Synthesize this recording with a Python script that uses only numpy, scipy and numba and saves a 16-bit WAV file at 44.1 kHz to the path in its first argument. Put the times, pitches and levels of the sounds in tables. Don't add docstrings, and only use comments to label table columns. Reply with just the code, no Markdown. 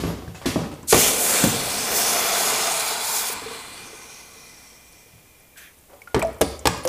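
import sys
import numpy as np
from scipy import signal
from scipy.fft import rfft, irfft
from scipy.io import wavfile
from scipy.ndimage import uniform_filter1d
from numba import njit

SR = 44100
rng = np.random.default_rng(int(sys.argv[2]) if len(sys.argv) > 2 else 0)


def natural_amplitude(level_db):
    exponent = np.asarray(level_db, float) / 20
    return 10 ** exponent


def store_pcm(level_fs):
    pcm = np.round(np.clip(level_fs, -1, 1) * 32767).astype(np.int16)
    wavfile.write(sys.argv[1], SR, np.atleast_2d(pcm).T)


N = 303710

TOUCH_S, PLUNGE_S, JACKET_GONE_S, COLD_S = 0.885, 0.923, 3.335, 5.56


def unit(x):
    return x / np.sqrt(np.mean(x ** 2))


@njit
def svf(x, g, k):
    y, b, l = np.empty(len(x)), 0., 0.
    for i in range(len(x)):
        v = (b + g[i] * (x[i] - l)) / (1 + g[i] * (g[i] + k[i]))
        b, l, y[i] = 2 * v - b, l + 2 * g[i] * v, k[i] * v
    return y


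def band(x, hz, width_hz):
    one = np.ones(len(x))
    return svf(x + 1e-18, np.tan(np.pi * hz / SR) * one, max(width_hz, 5) / hz * one)


def treble_above(x, hz):
    return signal.sosfilt(signal.butter(2, hz, "high", fs=SR, output="sos"), x)


def colour(x, table):
    hz, db = np.transpose(table)
    f = np.fft.rfftfreq(len(x), 1 / SR) + 1
    return irfft(rfft(x) * natural_amplitude(np.interp(np.log(f), np.log(hz), db)), len(x))


def walk(rate_hz, size=N):
    held = np.repeat(rng.standard_normal(int(max(N, size) / SR * rate_hz) + 2), 8)
    slow = unit(uniform_filter1d(uniform_filter1d(held, size=8), size=8))
    return np.interp(np.arange(size) * (8 * rate_hz / SR), np.arange(len(slow)), slow)


def play(table):
    s, *columns = np.transpose(table)
    return [np.interp(np.arange(N) / SR, s, c, left=c[0]) for c in columns]


def collapses(spread_db, flicker_db, rate_hz):
    uneven_db = spread_db * np.minimum(rng.exponential(1, N), 8)
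    return rng.standard_normal(N) * natural_amplitude(uneven_db + flicker_db * walk(rate_hz))


def patchy(crowd, lo_hz, hi_hz, count, patchy_db, drift_db):
    n, sound = len(crowd), 0
    for hz in np.geomspace(lo_hz, hi_hz, count):
        pocket = crowd * rng.choice([-1., 1.], n)
        strength = natural_amplitude(patchy_db * walk(9.25, size=n))
        drifting_hz = hz * natural_amplitude(drift_db * walk(4, size=n))
        sound = sound + strength * band(pocket, drifting_hz, hz / 4.7)
    return np.pad(unit(sound), (0, N - n))


# [f/Hz, level/dB per Hz]
QUIET_SPECTRUM = [(22, -4.5), (60, 3), (170, -4), (600, -7), (1500, -16.5), (2300, -13.5), (4500, -19.5),
                  (8500, -15.5)]
QUIET_DB = -52.5


def quiet():
    return natural_amplitude(QUIET_DB + 0.23 * walk(3.8)) * unit(colour(rng.standard_normal(N), QUIET_SPECTRUM))


# [f/Hz, t60/s, level/dB]
SHED_DECAY = [(70, 0.98, -1.5), (120, 0.64, 4), (190, 0.48, 3), (350, 0.55, -0.5), (800, 0.63, 0),
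              (2500, 0.64, -4), (6500, 0.6, -4), (12200, 0.37, -5.5)]
SHED_DB, PLINK_WET_DB = -6, -22


def shed(x):
    t, tail = np.arange(SR // 2) / SR, 0
    hz, t60_s, db = np.transpose(SHED_DECAY)
    for f in 60 * 2 ** np.arange(0, 8.1, .5):
        band_t60_s = np.interp(np.log(f), np.log(hz), t60_s)
        band_db = np.interp(np.log(f), np.log(hz), db)
        noise = band(rng.standard_normal(len(t)), f, f / 2)
        tail = tail + natural_amplitude(band_db) * noise * 1000 ** (-t / band_t60_s)
    tail = tail * (1 - np.exp(-t / 0.0076))
    return signal.oaconvolve(x, tail / np.sqrt(np.sum(tail ** 2)))[:N]


ECHO_DB, ECHO_T60_S, ECHO_LOW_HZ, ECHO_SHIFTS_HZ = -11, 0.042, 3500, 1.5


def echoes(x):
    t = np.arange(SR // 16) / SR
    taps = rng.standard_normal((2, len(t))) * 1000 ** (-t / ECHO_T60_S) * (t > .001)
    bright = treble_above(x, ECHO_LOW_HZ)
    a, b = (signal.oaconvolve(bright, h / np.sqrt(np.sum(h ** 2)))[:N] for h in taps)
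    lean_rad = 2 * walk(ECHO_SHIFTS_HZ)
    return x + natural_amplitude(ECHO_DB) * (a * np.cos(lean_rad) + b * np.sin(lean_rad))


def impacts(table, width, rise_s, sub_db, crack_share, knock_db, snap):
    out, span = np.zeros(N + SR), SR // 4
    t = np.arange(span) / SR
    for s, db, hz, mid_db, top_db, length_s in table:
        low, mid, top = rng.standard_normal((3, span)) * (1 - np.exp(-t / rise_s))
        low[:24] += snap
        mid[:3] += snap
        low = low * 1000 ** (-t / max(length_s, .004))
        crack_fade = 1000 ** (-t / max(crack_share * length_s, .004))
        mid, top = mid * crack_fade, top * crack_fade
        knock_hz = hz + 480
        sag_hz = hz * (0.91 + 0.44 * np.exp(-t / 0.0028))
        parts = [band(band(low, sag_hz, width * hz), sag_hz, 3.0 * hz),
                 band(band(low, 93, 103), 75, 115),
                 band(band(low, knock_hz, knock_hz), knock_hz, 2 * knock_hz),
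                 band(band(mid, 2470, 7100), 2470, 7100),
                 band(band(top, 10200, 9700), 7100, 16000)]
        gains = natural_amplitude(np.array([db, db + sub_db, db + knock_db, db + mid_db, db + top_db]))
        i = int(s * SR)
        out[i:i + span] += sum(g * p / np.abs(p).max() for g, p in zip(gains, parts))
    return out[:N]


def with_treble(table, rel_db):
    return [(s, db, hz, mid_db, mid_db + rel_db, length_s) for s, db, hz, mid_db, length_s in table]


# [t/s, peak level/dB, thud f/Hz, grit level/dB, length/s]
FOOTFALLS = [(0.0, -20.5, 204, -7.5, 0.23), (0.037, -12.5, 222, -21.5, 0.11),
             (0.079, -21.5, 250, -20, 0.28), (0.222, -27.5, 285, -25, 0.06), (0.277, -32, 137, -12, 0.12),
             (0.346, -34.5, 630, -3, 0.16), (0.415, -28.5, 490, -10.5, 0.14),
             (0.457, -15.5, 238, -2.5, 0.18), (0.559, -9.5, 205, -36, 0.06), (0.590, -20, 335, -30, 0.08),
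             (0.635, -26, 700, -22, 0.054), (0.713, -29, 400, -8, 0.11), (0.831, -32.5, 172, -20, 0.16),
             (5.134, -49, 108, -7, 0.074)]
DUST_DB = -9.5


def steps():
    return impacts(with_treble(FOOTFALLS, DUST_DB), 1.0, 0.001, -9.5, 2.82, knock_db=-11.5, snap=0.79)


# [t/s, peak level/dB, body f/Hz, crack level/dB, length/s]
TONG_STIRS = [
    (5.571, -45, 2000, 4.5, 0.26),
    (5.895, -44, 600, -17, 0.3),
    (5.93, -42, 560, -12, 0.13),
    (6.016, -52, 900, 5, 0.038),
    (6.073, -42, 1410, -11, 0.028),
]
STIR_SPARKLE_DB = 3


def stirs():
    return impacts(with_treble(TONG_STIRS, STIR_SPARKLE_DB), 0.6, 0.0022, -29, 1.0, knock_db=-20, snap=0.3)


# [t/s, peak level/dB, body f/Hz, crack level/dB, sparkle level/dB]
TUB_BLOWS = [(0.926, -5, 470, 0.5, -8), (0.944, -5.5, 352, -13, -5), (1.439, -5.5, 186, -11, -4.5),
             (6.145, -8, 440, -5, -30), (6.163, -9.5, 286, -30, -30), (6.193, -19.5, 420, -7, -6),
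             (6.225, -17.5, 696, -25, -4.5), (6.410, -11, 301, -16, -5.5), (6.414, -11.5, 465, 2, -2.5),
             (6.655, -6, 393, -5, -23), (6.671, -9, 860, 3.5, -1), (6.851, -17.5, 490, -10, -2),
             (6.873, -22.5, 720, -1, 0)]
BLOW_CYCLES = 31.5


def blows():
    table = [(*row, BLOW_CYCLES / (row[2] + 80)) for row in TUB_BLOWS]
    return impacts(table, 0.77, 0.00016, -14.0, 0.7, knock_db=-7.0, snap=0.7)


# [t/s, level/dB]
DROPLET_SHOWERS = [
    (6.15, -27),
    (6.415, -32),
    (6.66, -24),
]
SPLASH_S, DROP_LO_HZ, DROP_OCTAVES, DROP_CYCLES, DROP_DB_PER_S = 0.18, 450, 1.6, 12, -70


def droplets():
    rows = []
    for s, db in DROPLET_SHOWERS:
        when, size, pitch = rng.random((28, 3)).T
        delay_s = SPLASH_S * when
        hz = DROP_LO_HZ * 2 ** (DROP_OCTAVES * pitch)
        rows += zip(s + delay_s, db + DROP_DB_PER_S * delay_s - 8 * size, hz, DROP_CYCLES / hz)
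    return rows


# [t/s, peak level/dB, f/Hz, t60/s]
BUBBLE_GLUGS = [(2.801, -39, 477, 0.038), (3.298, -20.5, 453, 0.035), (3.419, -26, 450, 0.036),
                (3.46, -25, 450, 0.1), (3.509, -27, 462, 0.081), (3.555, -31, 440, .06),
                (3.85, -43, 300, 0.027), (3.9, -38, 481, 0.03), (3.93, -35.5, 427, 0.067),
                (3.999, -38, 440.6, 0.029), (4.36, -41, 450, 0.075), (4.411, -44, 470, 0.045),
                (4.72, -43.5, 484, .06), (5.061, -46, 467, 0.072)]
# [t/s, peak level/dB, f/Hz, t60/s]
CONTACT_RINGS = [(.462, -10.5, 264, 0.086), (.561, -8, 218, 0.079), (0.591, -28, 180, .08),
                 (1.443, -13, 190, 0.12), (.353, -42, 2600, 0.2), (.56, -15.5, 642, 0.073),
                 (.61, -27, 556, 0.055), (.834, -37, 1010, .04), (5.572, -47, 7750, .15),
                 (5.58, -53, 12900, .12), (5.932, -39.5, 572, 0.13), (6.018, -32, 2250, 0.036),
                 (6.074, -30, 1400, 0.049), (6.076, -46, 1416, 0.54), (6.195, -27, 1970, .03),
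                 (6.197, -26, 1250, 0.05), (6.18, -26, 1020, .035), (6.222, -14, 970, .025),
                 (6.745, -21, 1010, 0.037), (6.218, -15, 2390, 0.025), (6.225, -25, 7830, 0.033),
                 (6.672, -14, 8070, 0.031), (6.675, -34, 8000, .2), (6.675, -21, 2530, 0.025),
                 (6.418, -23.5, 2830, .05), (6.671, -10, 5160, 0.017),
                 (6.42, -18, 280, .15), (6.69, -24, 180, .25), (6.2, -28, 62, .4), (.94, -14, 110, 0.08),
            (.945, -12, 600, .05), (.958, -11.5, 380, 0.075), (.955, -14.5, 270, .09),
            (1.44, -10, 130, 0.065), (1.442, -11, 543, 0.048), (1.458, -16, 310, 0.16),
            (1.47, -16.5, 236, .12), (1.49, -16, 195, .1), (1.56, -24, 520, .05), (6.672, -21, 3750, .03),
            (6.879, -27, 3300, 0.019), (0.928, -2.5, 450, 0.043), (.93, -11, 800, 0.053),
            (6.147, -9.5, 450, 0.053), (6.165, -12.5, 381, 0.099), (6.226, -12, 664, 0.094),
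            (6.234, -16.5, 659, 0.11), (6.247, -10.5, 660, 0.12), (6.29, -24, 677, .06),
            (6.412, -7, 623, 0.064), (6.414, -17, 830, 0.04), (6.414, -19, 1660, 0.039),
            (6.417, -3.5, 439, 0.047), (6.656, -9, 800, 0.035), (6.662, -13.5, 460, 0.063),
            (6.674, -14, 872, 0.048), (6.66, -23, 187, 0.1), (6.147, -22, 130, 0.18), (6.15, -21, 261, .12),
            (6.46, -32, 71, 0.84), (6.415, -22, 190, 0.16), (6.854, -26, 350, 0.16),
            (6.852, -14.5, 520, 0.06), (6.862, -15, 528, 0.1), (6.879, -10.5, 673, 0.079)]
WAVER_HZ, WAVER_AFTER_S, WAVER_DB, WAVER_PITCH = 45, .05, 3.5, .025


def plinks():
    age, out = np.arange(SR // 4) / SR, np.zeros(N + SR)
    swell, bend = walk(WAVER_HZ, size=N + SR), walk(WAVER_HZ, size=N + SR)
    late = np.clip(age / WAVER_AFTER_S, 0, 1)
    for s, db, hz, t60_s in BUBBLE_GLUGS + CONTACT_RINGS + droplets():
        here = slice(int(s * SR), int(s * SR) + len(age))
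        level = (1 - np.exp(-age * hz / 0.83)) * 1000 ** (-age / t60_s)
        level = level * natural_amplitude(WAVER_DB * late * swell[here])
        cycles = hz * np.cumsum(1 + WAVER_PITCH * late * bend[here]) / SR
        out[here] += natural_amplitude(db) * level * np.sin(2 * np.pi * cycles)
    return out[:N]


# [t/s, peak level/dB, f/Hz]
BRIGHT_SPITS = [(5.682, -50, 10500), (5.76, -49, 10500), (5.775, -49, 10000), (5.838, -50, 14000),
                (5.89, -50, 14000), (5.967, -49, 13000), (5.997, -50, 12500), (6.038, -45, 12000),
                (.355, -40, 3900), (.46, -21, 3700), (.462, -33, 8000), (4.925, -39, 10000),
                (4.93, -44, 5600), (5.40, -43, 10000), (5.745, -47, 10500), (5.787, -41, 9200),
                (5.812, -43, 9100), (5.855, -48, 9000), (6.09, -44, 10500), (6.10, -44, 9600),
                (6.25, -35, 5600), (6.272, -38, 5500), (6.271, -36, 9500), (6.33, -40, 10500),
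                (6.345, -41, 7500), (6.386, -40, 9500), (6.592, -31.5, 7000), (6.595, -42, 10500),
                (6.778, -38, 12400), (6.836, -29, 10000), (6.841, -33, 10000), (6.846, -29, 5000),
                (6.875, -15.5, 5700), (6.882, -15, 7000), (.278, -36, 1600), (.022, -40, 9200),
                (.097, -41, 12000), (.74, -38, 7800), (.83, -38, 7500), (6.854, -28, 12600),
                (6.414, -6, 9600), (6.415, -16, 14000)]
SPIT_S, SPIT_TAIL_S, SPIT_TAIL_DB = 0.00094, .008, -15


def ticks():
    when, size, pitch = rng.random((70, 3)).T
    faint = np.transpose([4.8 + 1.9 * when ** .7, -52 - 10 * size, 7500 * 1.8 ** pitch])
    out, age = np.zeros(N + SR), np.arange(2048) / SR
    fade = np.exp(-age / SPIT_S) + natural_amplitude(SPIT_TAIL_DB) * np.exp(-age / SPIT_TAIL_S)
    for s, db, hz in [*BRIGHT_SPITS, *faint]:
        burst = rng.standard_normal(len(age)) * fade
        spit = band(band(burst, hz, hz / 4.5), hz, hz / 2)
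        out[int(s * SR):int(s * SR) + len(age)] += natural_amplitude(db) * spit / np.abs(spit).max()
    return out[:N]


# [start t/s, end t/s, f/Hz, start level/dB, fade/dB]
SINGING_MODES = [(1.7, 3.18, 691, -38.5, 7.5), (2.398, 2.5, 7200, -39, -2), (2.75, 3.15, 3950, -40, 5),
                 (3.0, 4.62, 2410, -46, -8.5), (3.9, 5.17, 2400, -53.5, -8), (4.7, 5.94, 2400, -60.5, -5),
                 (2.9, 6.2, 2040, -49.5, -21), (3.3, 6.1, 3160, -60, -20), (2.3, 4.6, 1500, -43, -18),
                 (3.3, 4, 4110, -48, -4), (4.2, 5.3, 5550, -58, -10), (4.3, 5.3, 6030, -62, -6),
                 (3.8, 4.5, 6450, -54, -2), (4, 4.44, 5900, -55, -7), (3.5, 4.4, 8930, -56.5, -4),
                 (3.4, 4.26, 3560, -59, -8), (1.2, 1.35, 6900, -36, -2), (1.15, 1.7, 7320, -38, -9),
                 (1.42, 2.9, 4450, -44, -4), (1.93, 2.16, 7950, -33, -2), (1.93, 2.8, 5000, -43, -5),
                 (2.25, 3.02, 6630, -40.5, 4), (1.85, 2.9, 3390, -42, 0), (2.7, 3.4, 3400, -42.5, 2),
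                 (1.9, 2.9, 2220, -51, -1), (1.2, 1.9, 10800, -46, -6), (2.4, 2.9, 5150, -42, 1),
                 (2.05, 2.8, 1330, -39.5, 0)]
SING_WIDTH_HZ, SING_Q = 42, 50
# [start t/s, end t/s, start f/Hz, end f/Hz, start
# level/dB]
FIZZ_BANDS = [(1.22, 1.6, 1370, 1500, -34.5), (1.35, 1.46, 2200, 2000, -38),
              (0.89, 1.56, 8100, 7100, -36), (1.97, 3.35, 1030, 1420, -37), (2.6, 3.46, 720, 1030, -35.5),
              (2.8, 4.3, 7300, 8560, -44), (3.053, 5.1, 9700, 10100, -48.5), (3.36, 4.7, 410, 450, -52),
              (3.301, 3.83, 1040, 1130, -42.5), (3.6, 5.3, 1120, 1050, -54),
              (3.6, 6.3, 6300, 5700, -51.5), (3.7, 5.5, 5840, 5300, -48.5),
              (3.28, 3.65, 4800, 3900, -45.5), (3.3, 3.6, 5600, 5300, -51), (3.3, 4.2, 2930, 3000, -51),
              (0.95, 1.19, 2900, 3100, -33.5), (4.4, 5.6, 8100, 7500, -57), (1.1, 1.52, 560, 400, -34),
              (3.4, 4.16, 4400, 4600, -49.5), (2.4, 3.86, 3400, 3200, -55),
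              (5.555, 5.74, 1650, 1740, -52), (5.555, 5.74, 2400, 2300, -53),
              (5.555, 5.72, 3300, 3300, -55), (1.02, 1.12, 3000, 3400, -29), (1.06, 1.2, 2390, 2350, -38),
              (3.3, 3.9, 4040, 4100, -47), (3.45, 4.2, 8300, 8300, -51), (.34, 0.42, 7000, 7000, -54),
              (4.0, 5.3, 4300, 4300, -57), (2.65, 3.35, 810, 850, -39), (0, .17, 11500, 11500, -50)]
POCKET_WIDTH_HZ, POCKET_Q, POCKET_DB_PER_S = 120, 8.8, -9.5
# [t/s, f/Hz, level/dB]
SHORT_SPRAYS = [(6.415, 4600, -36.5), (6.414, 9600, -42), (6.414, 8200, -50), (6.672, 5000, -40),
                (5.56, 9400, -55), (5.56, 11100, -55), (5.56, 12900, -54), (5.56, 14300, -55),
                (5.565, 6100, -57), (0.43, 1860, -38), (6.672, 9100, -43), (6.672, 7500, -42)]
SPRAY_S, SPRAY_Q, SPRAY_FADE_DB = 0.22, 7.9, -19.5
# (start t/s, end t/s, start f/Hz, end f/Hz, width/Hz, level/dB, fade/dB)
LAST_FIZZ = (3, 5.5, 7200, 10007, 7202, -41.5, -19)


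def pockets():
    rows = [(a, b, hz, hz, SING_WIDTH_HZ + hz / SING_Q, db, fade_db) for a, b, hz, db, fade_db in SINGING_MODES]
    for a, b, hz0, hz1, db in FIZZ_BANDS:
        cooled_db = POCKET_DB_PER_S * max(b - max(a, JACKET_GONE_S), 0)
        rows.append((a, b, hz0, hz1, POCKET_WIDTH_HZ + hz0 / POCKET_Q, db, cooled_db))
    rows += [(s, s + SPRAY_S, hz, hz, hz / SPRAY_Q, db, SPRAY_FADE_DB) for s, hz, db in SHORT_SPRAYS]
    return rows + [LAST_FIZZ]


POCKET_DRIFT = .004


def simmer():
    out, crowd = np.zeros(N), collapses(1.5, 1.04, 30.12)
    for start, end, hz0, hz1, width_hz, db, fade_db in pockets():
        i, j = int(start * SR), min(int(end * SR), N)
        age = np.linspace(0, 1, j - i)
        hz = (hz0 + (hz1 - hz0) * age) * (1 + POCKET_DRIFT * walk(5.2, size=j - i))
        edges = np.clip(age / 0.11, 0, 1) * np.clip((1 - age) / 0.47, 0, 1)
        clicks = crowd[i:j] * rng.choice([-1., 1.], j - i)
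        fizz = band(band(clicks, hz, width_hz), hz, 2.4 * width_hz)
        out[i:j] += natural_amplitude(db + fade_db * age + 1.3 * walk(14, size=j - i)) * edges * unit(fizz)
    return out


# [t/s, level/dB]
BOIL_VIGOUR = [
    (0.93, -23.5),
    (1.05, -27.5),
    (1.17, -32.5),
    (1.38, -27),
    (1.58, -33),
    (1.84, -32.5),
    (2.1, -29),
    (2.55, -28.5),
    (3.0, -34.5),
]
# [f/Hz, width/Hz, level/dB]
TUB_WALLS = [(1480, 130, -3.5), (2070, 79, -3), (2347, 200, -2), (3410, 106, -3.5)]
# [f/Hz, width/Hz, level/dB]
TUB_BELLY = [(243, 61, 0), (451, 48, 6.5), (696, 27, 1.5), (1010, 60, -3.5)]
# [t/s, level/dB, fade/dB per s]
WATER_HEAVES = [
    (0.93, -27, -74),
    (1.08, -41, -12.5),
    (1.43, -34, -72),
    (1.6, -39, -16.5),
    (3.33, -45, -20),
    (4.3, -64, -18),
]
CALM_DB, CALM_S, COOL_DB_PER_S = -4.5, 0.086, -14.5
CHURN_HOT_DB, CHURN_DB, CHURN_RISE_S = -3, 0.97, 1
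CHURN_STOPS_S, CHURN_COLD_DB = 3.57, -3
BUBBLE_HZ, BUBBLE_HZ_PER_S, BUBBLE_COLD_HZ_PER_S = 510, 137, -80
BELLY_DB, BELLY_DB_PER_S, BELLY_SETTLES_S = -2.5, -3, 1.54


def boil():
    drive, t = collapses(2.5, 0.24, 30.0), np.arange(N) / SR
    late_s = np.clip(t - JACKET_GONE_S, 0, None)
    calm_db = CALM_DB * np.clip(late_s / CALM_S + .5, 0, 1) * (late_s > 0)
    sing_db = play(BOIL_VIGOUR)[0] + calm_db + COOL_DB_PER_S * late_s
    churn_db = sing_db + CHURN_DB + CHURN_HOT_DB * np.clip(1 - (t - PLUNGE_S) / CHURN_RISE_S, 0, 1)
    churn_db = churn_db + CHURN_COLD_DB * np.clip((t - CHURN_STOPS_S) / 0.048, 0, 1)

    walls = sum(natural_amplitude(db + 1.8 * walk(14)) * unit(band(drive, f, w)) * np.sqrt(w) for f, w, db in TUB_WALLS)
    sing = natural_amplitude(np.clip(t - 3.6, -9, -1.5)) * unit(walls)
    sing = sing + patchy(drive, 1940, 4090, count=6, patchy_db=-2.4, drift_db=1.3)

    drive = collapses(2.06, 0.18, 25.3)
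    belly = sum(natural_amplitude(db + 2.2 * walk(10.24)) * unit(band(drive, f, w)) for f, w, db in TUB_BELLY)
    belly_db = BELLY_DB + BELLY_DB_PER_S * np.clip(t - PLUNGE_S, 0, BELLY_SETTLES_S)
    hot_s = np.clip(t - PLUNGE_S, 0, JACKET_GONE_S - PLUNGE_S)
    hz = BUBBLE_HZ + BUBBLE_HZ_PER_S * hot_s + BUBBLE_COLD_HZ_PER_S * late_s
    churn = unit(band(drive, np.clip(hz, 100, None), 430)) + natural_amplitude(belly_db) * unit(belly)

    rumble = unit(band(band(drive, 290, 400), 130, 600)) + natural_amplitude(-5) * unit(band(drive, 76, 70))
    heave = sum(natural_amplitude(db + fade_db * np.clip(t - s, 0, None)) * np.clip((t - s) / 0.03 + 1, 0, 1)
                for s, db, fade_db in WATER_HEAVES)
    under = natural_amplitude(churn_db + 0.6 * walk(9)) * unit(churn) + heave * natural_amplitude(2.0 * walk(7.93)) * unit(rumble)
    under = under * np.clip((t - PLUNGE_S) / 0.015, 0, 1)
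    start = np.clip((t - TOUCH_S) / (BOIL_VIGOUR[0][0] - TOUCH_S), 0, 1) ** 1.6
    return (natural_amplitude(sing_db - 2.5) * sing * start + under) * np.clip((COLD_S - t) / .15, 0, 1)


# [peak t/s, hiss level/dB, rise/s, fade/dB per s, air level/dB re hiss]
STEAM_GUSHES = [(0.91, -19, 0.04, -90, -7), (1.0, -15.5, 0.058, -85, -2.5), (1.045, -22.5, 0.03, -75, -6),
                (1.21, -26.5, 0.074, -62, 4), (1.29, -22.5, 0.17, -20, -4.5), (1.73, -27.5, 0.15, -29, -5),
                (1.97, -25, 0.12, -2.5, -2.5), (2.51, -28.5, 0.17, -10.5, -6), (3.159, -29, 0.18, -57, 3.5),
                (1.4, -37, .1, -120, 8), (3.272, -35, .02, -250, 4), (3.322, -35, .015, -150, 0)]
STEADY_GUSH_END_S, GUSH_END_DB_PER_S = 2.38, -15.5
ROAR_DB, ROAR_DB_PER_S, ROAR_FAILS_S = -7.5, 2.5, .06
REMNANT_DB, REMNANT_DB_PER_S = -15, -24


def steam():
    t = np.arange(N) / SR
    failing_db = GUSH_END_DB_PER_S * np.clip(t - STEADY_GUSH_END_S, 0, None)
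    hiss_power = air_power = 0
    for s, db, rise_s, fade_db, air_db in STEAM_GUSHES:
        gush_db = db + fade_db * np.clip(t - s, 0, None) + failing_db * (s < STEADY_GUSH_END_S)
        gush = np.clip(1 + (t - s) / rise_s, 0, 1) ** 1.18 * natural_amplitude(gush_db)
        hiss_power = hiss_power + gush ** 2
        air_power = air_power + (gush * natural_amplitude(air_db)) ** 2
    drive = collapses(1.84, 0.84, 60.03)[:N // 2]
    air = treble_above(collapses(2.2, 2.0, 19), 10500)
    hiss = patchy(drive, 6530, 10570, count=5, patchy_db=-2.2, drift_db=0.5)
    roar_db = ROAR_DB + ROAR_DB_PER_S * np.clip(t - TOUCH_S, 0, 3)
    roar_db = roar_db - 6.6 * np.clip(1 + (t - JACKET_GONE_S) / ROAR_FAILS_S, 0, 1)
    hiss = hiss + natural_amplitude(roar_db) * patchy(drive, 4020, 6500, count=4, patchy_db=1.4, drift_db=1.0)
    remnant = natural_amplitude(REMNANT_DB + REMNANT_DB_PER_S * np.abs(t - JACKET_GONE_S))
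    jacket = np.maximum((JACKET_GONE_S - t) / 0.0086 + 1, remnant).clip(0, 1)
    return (np.sqrt(hiss_power) * hiss + np.sqrt(air_power) * unit(air)) * jacket


def scene():
    contacts, knocks, rings = steps() + stirs(), blows(), plinks()
    wet = shed(natural_amplitude(SHED_DB) * (contacts + natural_amplitude(-5.0) * knocks) + natural_amplitude(PLINK_WET_DB) * rings)
    wet = wet * natural_amplitude(1.2 * walk(40))
    water = natural_amplitude(-0.31) * echoes(steam() + boil() + simmer()) + ticks()
    return np.tile(water + contacts + knocks + rings + wet + quiet(), (2, 1))


FLECKS, FLECK_DB = 26, -1.5


def flecks(mono):
    side, span = np.zeros(N), 2048
    for k, (when, shift) in enumerate(rng.random((FLECKS, 2))):
        i = int((1.1 + 2.3 * when) * SR)
        hz = 4800 * 2.84 ** ((k + shift) / FLECKS)
        part = lambda x: band(band(band(x, hz, hz / 4), hz, hz / 4), hz, hz / 4)
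        fleck = unit(part(rng.standard_normal(span))) * np.hanning(span)
        side[i:i + span] += fleck * part(mono[i:i + span]).std()
    return natural_amplitude(FLECK_DB) * side + natural_amplitude(-80.0) * unit(band(rng.standard_normal(N), 300, 900))


def low_pass(x):
    return signal.sosfilt(signal.butter(12, 16310, fs=SR, output="sos"), x)


TOP_HZ = 15280


def record(dry):
    soft = np.tanh(0.81 * dry[0]) / 0.78
    edge = signal.ellip(14, .5, 80, TOP_HZ, fs=SR, output="sos")
    mid, side = signal.sosfilt(edge, [soft, flecks(soft)])
    return low_pass(np.array([mid + side, mid - side]))


dry = scene()
out = record(dry)
store_pcm(out)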